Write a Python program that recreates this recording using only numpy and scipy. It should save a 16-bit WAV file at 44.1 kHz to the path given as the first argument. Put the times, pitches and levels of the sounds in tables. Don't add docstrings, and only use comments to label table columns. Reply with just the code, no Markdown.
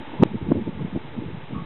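import sys
import numpy as np
from scipy import signal
from scipy.fft import rfft, irfft
from scipy.io import wavfile
from scipy.ndimage import uniform_filter1d

SR = 44100
rng = np.random.default_rng(int(sys.argv[2]) if len(sys.argv) > 2 else 0)


def unload_wav(signal):
    wavfile.write(
        sys.argv[1],
        SR,
        np.round(np.clip(np.atleast_2d(signal).T, -1, 1) * 32767).astype(np.int16),
    )


def makeup_ratio(level_db):
    decades = np.asarray(level_db, float) / 20
    return 10 ** decades


N = 72765
THUMP_START_S, THUMP_END_S = .2221, .23535


def unit(x):
    return x / np.sqrt(np.mean(x ** 2))


def coloured(points):
    hz, db = np.array(points, float).T
    f = np.arange(N // 2 + 1) * SR / N
    gain = makeup_ratio(np.interp(np.log(f + 1), np.log(hz), db))
    return unit(irfft(rfft(rng.standard_normal(N)) * gain, N))


def ring(hz, width_hz):
    b, a = signal.iirpeak(hz, hz / width_hz, fs=SR)
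    once = signal.lfilter(b, a, rng.standard_normal(N))
    return unit(signal.lfilter(b, a, once))


def smooth(x, k):
    return uniform_filter1d(uniform_filter1d(x, k), k)


def walk(rate_hz):
    k = int(SR / rate_hz)
    held = np.repeat(rng.standard_normal(N // k + 1), k)
    return unit(smooth(held, k)[:N])


def bell(u_s, width_ms):
    return np.exp(-np.log(2) * (2 * u_s * 1000 / width_ms) ** 2)


# crest_s, peak_db, pitch_hz, width_ms
EARLY_STRIKES = [(0.0061, -35.1, 269.0, 8.9), (0.0313, -33.2, 269.0, 5.6), (0.0785, -34.4, 269.0, 8.9),
                 (0.1032, -32.8, 288.0, 8.3), (0.1204, -33.8, 252.0, 9.5), (0.137, -29.6, 308.0, 7.8),
                 (0.1955, -29.4, 137.0, 8.4), (0.2041, -14.6, 168.0, 11.3), (0.213, -22.8, 252.0, 9.5),
                 (0.2202, -14.0, 288.0, 2.4), (0.2542, -18.8, 269.0, 2.6), (0.2603, -17.9, 220.0, 4.1),
                 (0.269, -32.8, 137.0, 17.5), (0.3041, -31.7, 179.0, 10.6), (0.3179, -25.0, 205.0, 11.7),
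                 (0.3395, -28.9, 146.0, 7.9), (0.3454, -20.9, 269.0, 3.3), (0.3544, -18.4, 220.0, 10.9)]
MIDDLE_STRIKES = [(0.417, -26.4, 308.0, 6.2), (0.4241, -27.8, 179.0, 13.4), (0.4656, -27.6, 168.0, 14.3),
                  (0.4721, -27.5, 330.0, 7.3), (0.4905, -16.8, 205.0, 9.3), (0.4959, -25.4, 308.0, 7.8),
                  (0.5039, -24.3, 252.0, 9.5), (0.5098, -18.4, 157.0, 15.3), (0.5161, -16.4, 377.0, 6.4),
                  (0.5222, -5.8, 269.0, 7.1), (0.5277, -25.4, 235.0, 10.2), (0.5343, -25.9, 252.0, 9.5),
                  (0.5513, -23.0, 377.0, 6.4), (0.5578, -18.0, 235.0, 8.1), (0.566, -27.4, 157.0, 15.3),
                  (0.5717, -21.0, 288.0, 8.3), (0.5808, -20.1, 220.0, 10.9), (0.5866, -25.8, 353.0, 6.8),
                  (0.5978, -22.8, 269.0, 5.6), (0.6154, -21.1, 205.0, 11.7), (0.6245, -23.6, 220.0, 5.2),
                  (0.6676, -25.7, 179.0, 13.4), (0.6769, -19.0, 269.0, 7.1), (0.6828, -28.6, 330.0, 7.3),
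                  (0.6905, -22.4, 192.0, 12.5), (0.6959, -27.5, 269.0, 8.9), (0.7338, -32.6, 168.0, 14.3),
                  (0.7524, -29.1, 205.0, 9.3), (0.7764, -26.4, 168.0, 6.9), (0.7946, -27.6, 235.0, 10.2),
                  (0.8073, -28.0, 137.0, 11.0), (0.8207, -22.1, 168.0, 14.3), (0.8268, -28.3, 288.0, 8.3),
                  (0.8501, -17.6, 192.0, 7.8), (0.8556, -32.9, 146.0, 16.4), (0.8832, -28.2, 220.0, 5.2)]
LATE_STRIKES = [(0.93, -29.4, 269.0, 8.9), (0.9356, -27.4, 192.0, 12.5), (0.942, -34.2, 128.0, 18.8),
                (0.951, -22.9, 205.0, 11.7), (0.9572, -25.4, 308.0, 7.8), (0.964, -13.8, 220.0, 4.1),
                (0.9694, -28.5, 330.0, 7.3), (0.9753, -19.6, 252.0, 6.0), (1.0501, -32.5, 235.0, 10.2),
                (1.056, -32.4, 146.0, 16.4), (1.1302, -34.9, 128.0, 14.9), (1.1669, -28.5, 235.0, 4.9),
                (1.1798, -25.4, 192.0, 6.0), (1.1885, -18.7, 220.0, 8.6), (1.2184, -31.4, 330.0, 7.3),
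                (1.225, -25.6, 269.0, 5.6), (1.2393, -30.9, 330.0, 7.3), (1.2504, -31.8, 235.0, 10.2),
                (1.266, -26.3, 157.0, 12.1), (1.2894, -30.5, 137.0, 13.9), (1.303, -31.2, 377.0, 5.0),
                (1.3139, -31.9, 220.0, 6.8), (1.3343, -28.5, 137.0, 11.0), (1.3513, -30.4, 192.0, 12.5),
                (1.3796, -33.7, 137.0, 17.5), (1.4418, -35.4, 146.0, 16.4), (1.5111, -29.0, 192.0, 7.8),
                (1.5211, -33.6, 128.0, 18.8), (1.5272, -31.6, 252.0, 9.5), (1.5363, -25.5, 157.0, 9.6),
                (1.5497, -26.2, 235.0, 8.1), (1.5651, -24.5, 192.0, 12.5), (1.5767, -31.0, 288.0, 8.3),
                (1.586, -31.5, 128.0, 18.8), (1.6048, -33.2, 179.0, 13.4), (1.6222, -28.4, 179.0, 10.6)]
DEEP_STRIKES = [(0.008, -38.4, 98.0, 19.5), (0.2173, -26.9, 119.0, 5.9), (0.3492, -34.5, 74.0, 32.3),
                (0.3694, -28.9, 119.0, 20.1), (0.4297, -22.7, 98.0, 11.8), (0.4517, -32.0, 112.0, 17.0),
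                (0.4776, -31.5, 80.0, 30.1), (0.5241, -20.2, 119.0, 5.9), (0.5746, -27.6, 98.0, 24.6),
                (0.6297, -36.0, 74.0, 32.3), (0.6805, -28.6, 112.0, 21.5), (0.7633, -37.5, 80.0, 30.1),
                (0.8279, -34.1, 104.0, 23.0), (0.9535, -34.6, 80.0, 30.1), (0.9739, -32.6, 119.0, 12.6),
                (1.1975, -30.7, 119.0, 15.9), (1.281, -35.0, 80.0, 23.9), (1.5633, -30.9, 104.0, 14.4)]


def eddies(t):
    rise, fall = 1.1, .8
    glide_depth, overtone, reach_s = .04, .1, .07
    out = np.zeros(N)
    rows = list(EARLY_STRIKES) + list(MIDDLE_STRIKES) + list(LATE_STRIKES) + list(DEEP_STRIKES)
    chance = rng.uniform(-1.4, 1, (len(rows), 2))
    for (crest_s, db, hz, ms), (glide, turn) in zip(rows, chance):
        i = slice(max(int((crest_s - reach_s) * SR), 0), min(int((crest_s + reach_s) * SR), N))
        u = t[i] - crest_s
        phase = 2 * np.pi * hz * u * (1 + glide_depth * glide * u * 1000 / ms)
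        shape = bell(u, ms * np.where(u < 0, rise, fall))
        second = overtone * shape * np.cos(2 * phase + np.pi * turn)
        out[i] += makeup_ratio(db) * shape * (np.cos(phase) + second)
    return out


# time_s, turbulence_db, bright_share (0-1)
GUST_COURSE = [(0, -47, 0.62), (.13, -44, 0.53), (.19, -42, 0.8), (.28, -42.5, 0.8), (0.331, -42, 0.93),
               (.39, -43, 0.6), (.47, -41.5, 0.6), (.59, -37, 0.23), (0.646, -38.5, 0.36),
               (.72, -44.5, 0.8), (.81, -40.5, 0.5), (.89, -44, 0.63), (1.09, -44.5, 0.5),
               (1.221, -42.5, 0.67), (1.321, -40.5, 0.32), (1.45, -48.5, 0.63), (1.55, -36.5, 0.2),
               (1.65, -43.5, .4)]
# freq_hz, density_db
DEEP_COLOUR = [(30, -29.5), (55, -12), (90, -0.5), (140, 1), (200, -7.5), (350, -14), (700, -69.5)]
# freq_hz, density_db
BRIGHT_COLOUR = [(60, -27), (140, -12.5), (240, -1.5), (330, 0), (480, -5.5), (700, -18.5), (1200, -63)]


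def buffeting(t, strikes):
    flutter_db, flutter_hz = 2.0, 60
    wake_db, wake_s = -20, .02
    when, db, share = np.array(GUST_COURSE, float).T
    share = np.clip(np.interp(t, when, share), 0, 1)
    wake = makeup_ratio(wake_db) * np.sqrt(np.abs(smooth(strikes ** 2, int(wake_s * SR))))
    size = makeup_ratio(np.interp(t, when, db)) + wake
    deep = coloured(DEEP_COLOUR) * makeup_ratio(flutter_db * walk(flutter_hz))
    bright = coloured(BRIGHT_COLOUR) * makeup_ratio(flutter_db * walk(flutter_hz))
    return size * (np.sqrt(1 - share) * deep + np.sqrt(share) * bright)


def thump(t):
    from_hz, to_hz, bend = 170, 515, 3.3
    level_db, rise_s, rough = -4.4, .003, .04
    first_s, first_width_s, first_gain = .2261, .0006, .5
    last_s, last_gain = .0015, .7
    u = np.clip(t - THUMP_START_S, 0, THUMP_END_S - THUMP_START_S)
    hz = from_hz + (to_hz - from_hz) * (u / u.max()) ** bend
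    on = (t > THUMP_START_S) & (t < THUMP_END_S)
    swing = -np.sin(2 * np.pi * np.cumsum(hz * on) / SR) + rough * ring(560, 810)
    swing = swing * (1 + first_gain * np.exp(-((t - first_s) / first_width_s) ** 2))
    swing = swing * (1 + last_gain * np.clip(1 - (THUMP_END_S - t) / last_s / 2, 0, 1))
    return on * makeup_ratio(level_db) * np.clip(u / rise_s, 0, 1) * swing


# centre_s, level_db, pitch_hz, width_ms
EDDY_BRIGHT_SWINGS = [(0.1193, -34.5, 876.0, 3.7), (0.1406, -35.7, 955.0, 3.4), (0.1893, -34.2, 955.0, 3.4),
                      (0.2034, -36.0, 955.0, 3.4), (0.2065, -25.3, 403.0, 7.9), (0.2118, -32.6, 522.0, 6.1),
                      (0.217, -32.0, 876.0, 1.7), (0.4887, -29.3, 370.0, 4.1), (0.5068, -25.1, 403.0, 3.7),
                      (0.5108, -28.7, 676.0, 1.5), (0.5181, -28.5, 370.0, 2.7), (0.5196, -16.8, 569.0, 3.9),
                      (0.5199, -24.3, 1041.0, 3.1), (0.5207, -32.5, 1601.0, 0.9), (0.5252, -30.9, 621.0, 5.2),
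                      (0.526, -26.2, 403.0, 3.7), (0.5557, -23.5, 479.0, 3.1), (0.5695, -25.5, 522.0, 2.9),
                      (0.5775, -29.9, 370.0, 8.6), (0.5849, -33.5, 479.0, 6.7), (0.5965, -34.5, 403.0, 7.9),
                      (0.6702, -29.1, 440.0, 7.3), (0.6791, -30.5, 522.0, 6.1), (0.691, -31.3, 370.0, 8.6),
                      (0.7969, -34.9, 955.0, 3.4), (0.8177, -33.5, 440.0, 7.3), (0.8489, -30.6, 403.0, 5.5),
                      (0.9594, -28.7, 522.0, 2.9), (0.9739, -29.7, 440.0, 7.3), (0.9766, -31.4, 676.0, 2.2)]
# centre_s, level_db, pitch_hz, width_ms
BLOW_BRIGHT_SWINGS = [
    (.2255, -13, 800, 1.2),
    (.2278, -14, 750, 1.4),
    (.2287, -17, 850, 1.2),
    (.233, -20, 1100, 1),
    (.5203, -29, 1400, 1.8),
]


def bright_swings(t):
    out = np.zeros(N)
    for s, db, hz, ms in list(EDDY_BRIGHT_SWINGS) + list(BLOW_BRIGHT_SWINGS):
        out += makeup_ratio(db) * bell(t - s, ms) * np.sin(2 * np.pi * hz * (t - s))
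    return out


# pitch_hz, wobble_rad, level_db (rms)
SQUEAK_PARTIALS = [(1110, .9, -44.5), (1180, 1.2, -46.5), (1270, 1.3, -46)]


def squeak(t):
    start_s, attack_s, hold_s, release_s = 1.525, .03, .055, .06
    dulling_db_per_s_hz = .8
    u = t - start_s
    fall = (u - attack_s - hold_s) / release_s
    shape = np.clip(u / attack_s, 0, 1) ** 2 * np.clip(1 - fall, 0, 1) ** 2
    dull = dulling_db_per_s_hz * np.clip(u - attack_s, 0, 1)
    lowest_hz = SQUEAK_PARTIALS[0][0]
    out = np.zeros(N)
    for hz, wobble, db in SQUEAK_PARTIALS:
        level = makeup_ratio(db - dull * (hz - lowest_hz) + 1.3 * walk(62.4))
        out += np.sqrt(2) * level * np.sin(2 * np.pi * hz * t + wobble * walk(90))
    return shape * out


# freq_hz, density_db
HISS_COLOUR = [(150, -10.5), (500, -3), (660, -3), (880, -1.5), (1390, -6.5), (2090, -7), (3750, -12),
               (4300, -18)]
# pitch_hz, level_db (rms)
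MOTOR_WHINES = [(2160, -65.5)]


def yard(t):
    settle_s = .26
    hiss_db, hiss_start_db = -45, 3.5
    hum_db, hum_start_db, hum_hz, hum_width_hz = -53, 6.5, 886, 99
    start = np.exp(-(t / settle_s) ** 2)
    out = makeup_ratio(hiss_db + hiss_start_db * start + 0.31 * walk(10)) * coloured(HISS_COLOUR)
    out += makeup_ratio(hum_db + hum_start_db * start + 1.0 * walk(1.5)) * ring(hum_hz, hum_width_hz)
    for hz, db in MOTOR_WHINES:
        level = np.sqrt(2) * makeup_ratio(db + 1.4 * walk(9.1))
        out += level * np.sin(2 * np.pi * hz * t + .5 * walk(23))
    return out


def scene():
    low_cut_hz, mute_s = 36, .012
    t = np.arange(N) / SR
    hush = np.where(t < THUMP_END_S, 1, np.clip((t - THUMP_END_S) / mute_s, .2, 1))
    strikes = eddies(t)
    low_cut = signal.butter(2, low_cut_hz, "high", fs=SR, output="sos")
    wind = signal.sosfiltfilt(low_cut, strikes) + buffeting(t, strikes)
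    return (hush * wind + thump(t) + bright_swings(t) + squeak(t) + yard(t))[None]


def low_pass(x):
    return signal.sosfilt(signal.butter(12, 16000, fs=SR, output="sos"), x)


def record(dry):
    input_limit, second_limit, offset = .705, .69, .011
    top_hz, output_top_hz = 4400, 8100
    leak_db, snap_s = -14, .001
    hard = np.clip(dry, -input_limit, input_limit)
    x = signal.sosfilt(signal.cheby2(14, 55, top_hz, fs=SR, output="sos"), hard)
    edge = signal.sosfiltfilt(signal.butter(6, top_hz, "high", fs=SR, output="sos"), hard)
    near = np.clip(2 - 2 * np.abs(np.arange(N) / SR - THUMP_END_S) / snap_s, 0, 1)
    x = np.clip(x, -second_limit, second_limit) + makeup_ratio(leak_db) * edge * near
    x = signal.sosfilt(signal.butter(2, output_top_hz, fs=SR, output="sos"), x) + offset
    return low_pass(x)


dry = scene()
out = record(dry)
unload_wav(out)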